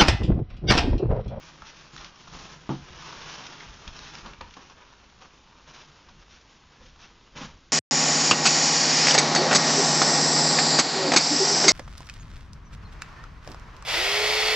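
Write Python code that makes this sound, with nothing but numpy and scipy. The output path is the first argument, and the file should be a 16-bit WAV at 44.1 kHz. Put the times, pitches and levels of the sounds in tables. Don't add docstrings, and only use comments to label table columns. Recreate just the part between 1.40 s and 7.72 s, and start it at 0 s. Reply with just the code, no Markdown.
import sys
import numpy as np
from scipy import signal
from scipy.fft import rfft, irfft
from scipy.io import wavfile

SR = 44100
rng = np.random.default_rng(int(sys.argv[2]) if len(sys.argv) > 2 else 0)


def to_wav(s):
    ch = np.atleast_2d(s).T
    pcm = np.round(np.clip(ch, -1, 1) * 32767)
    wavfile.write(sys.argv[1], SR, pcm.astype(np.int16))


N = 278712
T = np.arange(N) / SR

# frequency_hz, gain_db
HISS_SPECTRUM = [(20, -2), (100, -8.5), (250, -6), (600, -13.5), (1100, -12.5), (2000, -17.5),
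                 (3200, -15.5), (5600, -20), (7000, -23)]
# frequency_hz, gain_db
RUMBLE_SPECTRUM = [(15, -8.5), (42, -2.5), (70, -4), (105, -14), (200, -15.5), (600, -57)]
# start_s, length_s, level_db
AIR_GUSTS = [(0.202, 0.044, -52.5), (0.566, 0.049, -48.5), (0.87, 0.23, -53.5), (1.29, 0.15, -50),
             (1.47, 0.09, -48), (1.745, 0.14, -56), (2.24, 0.13, -51), (2.45, 0.037, -41),
             (2.584, 0.091, -55), (2.813, 0.082, -48), (2.968, .06, -47), (4.646, 0.15, -54),
             (4.907, 0.086, -66), (5.384, 0.15, -53.5), (5.926, 0.22, -53)]
# start_s, drum_db, skid_db, length_s
CELL_BUMPS = [(2.846, -38, -35, 0.025), (3.008, -38.5, -27.5, 0.0053), (3.166, -38.5, -38, 0.0053),
              (5.4, -45, -49, 0.025), (5.946, -42, -41.5, 0.019), (6.006, -31.5, -37, 0.017)]
# pitch_hz, level_db, t60_s
CELL_MODES = [(196, -2.5, 0.065), (273, 0, 0.029), (514, -7, 0.053), (1075, -5, 0.041), (1640, -12, 0.063)]
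# frequency_hz, gain_db
CELL_SPECTRUM = [(150, -17), (350, -6.5), (480, -6.5), (600, -8), (760, -6), (950, -1), (1250, -2),
                 (1550, -6.5), (2000, -11), (3000, -10.5), (7000, -41)]
# start_s, ring_db, slap_db, decay_rate_factor
FLAP_KNOCKS = [(1.2923, -19.5, -20, 12), (1.3008, -17, -33, 0.83)]
# pitch_hz, level_db, t60_s (divided by each blow's decay_rate_factor)
BOX_MODES = [(138, 1.5, 0.27), (194, -2.5, 0.15), (261.6, -3, 0.17), (324, -3, 0.19), (513, -17.5, 0.22),
             (720, -16.5, 0.26), (880, -7, 0.093), (1180, -16, 0.16), (1240, -21, 0.13),
             (1420, -23.5, 0.33)]
# frequency_hz, gain_db
SLAP_SPECTRUM = [(80, -40), (160, 3.5), (250, 5.5), (400, -4.5), (560, -16), (720, -6.5), (950, -9),
                 (1150, -11), (1400, -20), (1900, -27), (3500, -31.5), (7000, -46.5)]
# frequency_hz, gain_db
WALL_SPECTRUM = [(70, -19.5), (115, -7), (150, 4.5), (180, -5), (220, -8.5), (310, -10.5), (430, -15.5),
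                 (700, -22.5)]
# start_s, dry_peak_db, pitch_hz, ring_relative_db, crackle_decay_s
CREASE_SNAPS = [(0.22, -32, 1170, 7, 0.0061), (.564, -24.5, 1450, -14, 0.0015),
                (.577, -32.5, 3430, -17, 0.011), (0.645, -27, 4400, -15, 0.003),
                (0.759, -41.5, 5430, -1, .003), (.8734, -35, 1160, 2, 0.0082),
                (0.988, -34, 3950, -11, 0.01), (1.299, -39, 3100, -16, 0.09),
                (1.7266, -32.5, 1280, 2, .0015), (1.82, -33, 3480, 7, .002),
                (2.0654, -28.5, 3000, -21, .004), (2.2025, -36.5, 1920, 11, 0.011),
                (2.4772, -26, 3480, -9.5, 0.0034), (2.564, -35.5, 5340, 21, 0.0024),
                (2.5908, -30, 3980, 3, 0.00089), (2.753, -26.5, 5100, -6, 0.0018),
                (2.86, -30.5, 1165, 2, 0.015), (2.935, -31, 2570, -1, 0.00098),
                (3.0105, -25.5, 990, 2.5, .0025), (3.108, -38.5, 2970, -5, 0.0034),
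                (3.1393, -32.5, 3200, -25, 0.0051), (3.168, -31.5, 1040, 7, 0.0069),
                (3.298, -37, 1200, -3.5, 0.0081), (3.82, -40, 1130, 0, 0.011),
                (4.686, -40, 1210, 0.5, 0.019), (5.974, -33.5, 3000, -27, 0.016)]
# frequency_hz, gain_db
FILM_SPECTRUM = [(200, -23), (600, -10.5), (1500, 2), (2050, -1), (2600, 1.5), (3500, 2), (4350, -2),
                 (4950, -1.5), (5400, 1.5), (5750, -0.5), (6300, -2.5), (7000, -15)]
# time_s, film_db, walls_db
SHEET_SETTLING = [(0, -54, -51.5), (.72, -60, -73), (1.17, -56.5, -51.5), (1.3, -57.5, -60),
                  (1.75, -58, -48), (2.95, -60.5, -63), (3.5, -61.5, -71.5), (5.1, -64.5, -65),
                  (5.85, -65.5, -80), (6.32, -72, -74)]
# start_s, length_s, film_db, cells_relative_db, walls_relative_db
SHEET_STROKES = [(0, .08, -53.5, -13, -12), (0.244, .05, -48, -25, -20), (0.353, 0.087, -52.5, -4.5, -3),
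                 (0.513, 0.047, -57.5, -8, 11), (0.589, 0.048, -49, -2.5, -5.5),
                 (0.76, 0.15, -54.5, -13, -1), (0.913, 0.11, -52, 0.5, 5.5), (1.023, .11, -50, -2, -3.5),
                 (2.405, 0.087, -53.5, 3, -0.5), (2.518, 0.19, -47, -5, -7.5),
                 (2.707, 0.1, -49, -3.5, -2.5), (2.826, 0.065, -56, 8, 5.5), (3.057, 0.055, -60, -2, -14),
                 (3.137, .15, -57.5, 2, -7), (3.358, 0.065, -59, 7, -16), (3.799, 0.032, -58.5, 7, 4),
                 (3.923, 0.043, -62.5, -24, 0), (4.04, 0.11, -66, 4, -11), (4.259, 0.093, -54, -1.5, -2.5),
                 (4.32, .1, -51, -1, -6), (4.468, 0.12, -61, -0.5, 0.5), (4.777, 0.04, -60.5, -1.5, -14),
                 (4.892, .04, -53.5, -20, -18), (5.082, 0.046, -58.5, -8, -3.5),
                 (5.299, 0.056, -63.5, 7, -8), (5.413, 0.069, -55.5, -14, -6),
                 (5.579, 0.065, -52.5, -4, -8), (5.951, 0.095, -45, 0.5, 2)]
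# time_s, contour_db
LONG_PULL = [(1.44, -56), (1.548, -46.5), (1.858, -42.5), (2.14, -45.5), (2.172, -47.5), (2.226, -44.5),
             (2.4, -53.5)]

ROOM_T60_S, HISS_DB, TOP_HZ = .3, -58, 7080
GUST_ATTACK_S, GUST_RELEASE_S, DRAUGHT_DB = 0.03, 0.045, -61
STROKE_ATTACK_S, STROKE_RELEASE_S = 0.02, 0.043
PULL_FILM_DB = -1
PULL_CELLS_DB, PULL_WALLS_DB, SETTLING_CELLS_DB = -2.5, -19, 0.5


def undb(db):
    return 10 ** (np.asarray(db) / 20)


def unit_rms(x):
    return x / np.sqrt(np.mean(x ** 2))


def at_peak(x, db):
    return x * undb(db) / np.abs(x).max()


def add(track, start_s, x):
    i = int(start_s * SR)
    track[i:i + len(x)] += x[:N - i]


def convolve(x, response):
    return signal.fftconvolve(x, response)[:len(x)]


def colour(x, spectrum, size=4096):
    hz, db = np.transpose(spectrum)
    bins_hz = np.maximum(np.fft.rfftfreq(size, 1 / SR), 1)
    gain = undb(np.interp(np.log(bins_hz), np.log(hz), db))
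    cepstrum = irfft(np.log(gain))
    cepstrum[1:size // 2] *= 2
    cepstrum[size // 2 + 1:] = 0
    return convolve(x, irfft(np.exp(rfft(cepstrum))))


def top_cut(x):
    return signal.sosfilt(signal.ellip(10, .2, 75, TOP_HZ, fs=SR, output="sos"), x)


def fade(t, t60_s):
    return np.exp(-np.log(1000) * t / t60_s)


def swell(start_s, length_s, attack_s=STROKE_ATTACK_S, release_s=STROKE_RELEASE_S):
    rise = np.clip((T - start_s) / attack_s, 0, 1)
    return rise * np.exp(-np.maximum(T - start_s - length_s, 0) / release_s)


def wander(rate_hz):
    knots = rng.standard_normal(N // 20)
    return np.interp(T * rate_hz, np.arange(len(knots)), knots)


def ring(modes, damping=1):
    t = T[:SR // 2]
    waves = sum((-1) ** k * undb(db) * np.cos(2 * np.pi * hz * t) * fade(t * damping, t60_s)
                for k, (hz, db, t60_s) in enumerate(modes))
    return waves * (1 - np.exp(-t / 0.00081))


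def small_room(direct, wet_db, positions=40):
    t, wet = T[:SR // 2], np.zeros(N)
    for part in np.array_split(np.arange(N), positions):
        echoes = rng.standard_normal(len(t)) * fade(t, ROOM_T60_S) * (1 - np.exp(-t / 0.0021))
        add(wet, T[part[0]], signal.fftconvolve(direct[part], echoes / np.linalg.norm(echoes)))
    return (direct + undb(wet_db) * wet) / np.sqrt(1 + undb(2 * wet_db))


def room_hiss():
    return undb(HISS_DB) * unit_rms(colour(rng.standard_normal(N), HISS_SPECTRUM))


def stirred_air():
    power = undb(DRAUGHT_DB) ** 2
    for start_s, length_s, level_db in AIR_GUSTS:
        power += (undb(level_db) * swell(start_s, length_s, GUST_ATTACK_S, GUST_RELEASE_S)) ** 2
    return unit_rms(colour(rng.standard_normal(N), RUMBLE_SPECTRUM)) * np.sqrt(power)


def cell_bumps():
    track, t = np.zeros(N), T[:SR // 3]
    for start_s, drum_db, skid_db, length_s in CELL_BUMPS:
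        friction = rng.standard_normal(len(t)) * t * np.exp(-2 * t / length_s)
        drum = at_peak(convolve(friction, ring(CELL_MODES)), drum_db)
        skid = at_peak(colour(friction, CELL_SPECTRUM), skid_db)
        add(track, start_s, drum + skid)
    return small_room(track, wet_db=-2.5)


def flap_knocks():
    track, t = np.zeros(N), T[:SR // 2]
    for start_s, ring_db, slap_db, damping in FLAP_KNOCKS:
        blow = 0.085 * rng.standard_normal(len(t)) * fade(t, t60_s=0.2)
        blow[0] += 1
        slap = at_peak(colour(blow, SLAP_SPECTRUM), slap_db)
        box = at_peak(ring(BOX_MODES, damping), ring_db)
        add(track, start_s, slap + box)
    return track


def crease_snaps():
    track, t = np.zeros(N), T[:SR // 8]
    for start_s, peak_db, pitch_hz, ring_db, decay_s in CREASE_SNAPS:
        clicks = 0.44 * rng.standard_normal(len(t)) * np.exp(-t / decay_s)
        clicks[0] += 1.6
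        crack = unit_rms(colour(clicks, FILM_SPECTRUM))
        patch = unit_rms(convolve(clicks, ring([(pitch_hz, 0, .004)])))
        add(track, start_s, at_peak(top_cut(crack + undb(ring_db) * patch), peak_db))
    return small_room(track, wet_db=-6.0)


def buckling(rate_hz, spread_db):
    sizes = undb(spread_db * np.minimum(rng.exponential(size=N), 5))
    fires = rng.random(N) < rate_hz / SR
    signs = rng.choice([-1, 1], N)
    return unit_rms(fires * signs * sizes / np.sqrt(rate_hz))


def handling():
    time_s, film_db, walls_db = np.transpose(SHEET_SETTLING)
    settling_db = [np.interp(T, time_s, db) for db in (film_db, film_db + SETTLING_CELLS_DB, walls_db)]
    power = undb(settling_db) ** 2
    time_s, contour_db = np.transpose(LONG_PULL)
    pull = undb(np.interp(T, time_s, contour_db) + PULL_FILM_DB)
    pull *= swell(time_s[0], time_s[-1] - time_s[0])
    power += np.outer(undb([0, PULL_CELLS_DB, PULL_WALLS_DB]), pull) ** 2
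    for start_s, length_s, film_db, cells_db, walls_db in SHEET_STROKES:
        gains = undb([film_db, film_db + cells_db, film_db + walls_db])
        power += np.outer(gains, swell(start_s, length_s)) ** 2
    return 10 * np.log10(power)


def sliding_sheet():
    film_db, cells_db, walls_db = handling()
    rate_hz = 3000 * undb(.6 * (film_db - film_db.max()))
    grip = undb(1.5 * wander(rate_hz=70) + .8 * wander(rate_hz=14))
    even_buckles = buckling(rate_hz, spread_db=0.5)
    film = unit_rms(small_room(colour(even_buckles, FILM_SPECTRUM), wet_db=-3.5))
    uneven_buckles = 1.43 * buckling(rate_hz, spread_db=5.0)
    cells = unit_rms(small_room(colour(even_buckles + uneven_buckles, CELL_SPECTRUM), wet_db=0.0))
    walls = unit_rms(colour(rng.standard_normal(N), WALL_SPECTRUM))
    return grip * (undb(film_db - 0.43) * film + undb(cells_db + 0.28) * cells + undb(walls_db) * walls)


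def scene():
    mono = sliding_sheet() + crease_snaps() + flap_knocks() + cell_bumps() + stirred_air() + room_hiss()
    return np.array([mono, mono])


def record(dry):
    return top_cut(dry)


dry = scene()
out = record(dry)
to_wav(out)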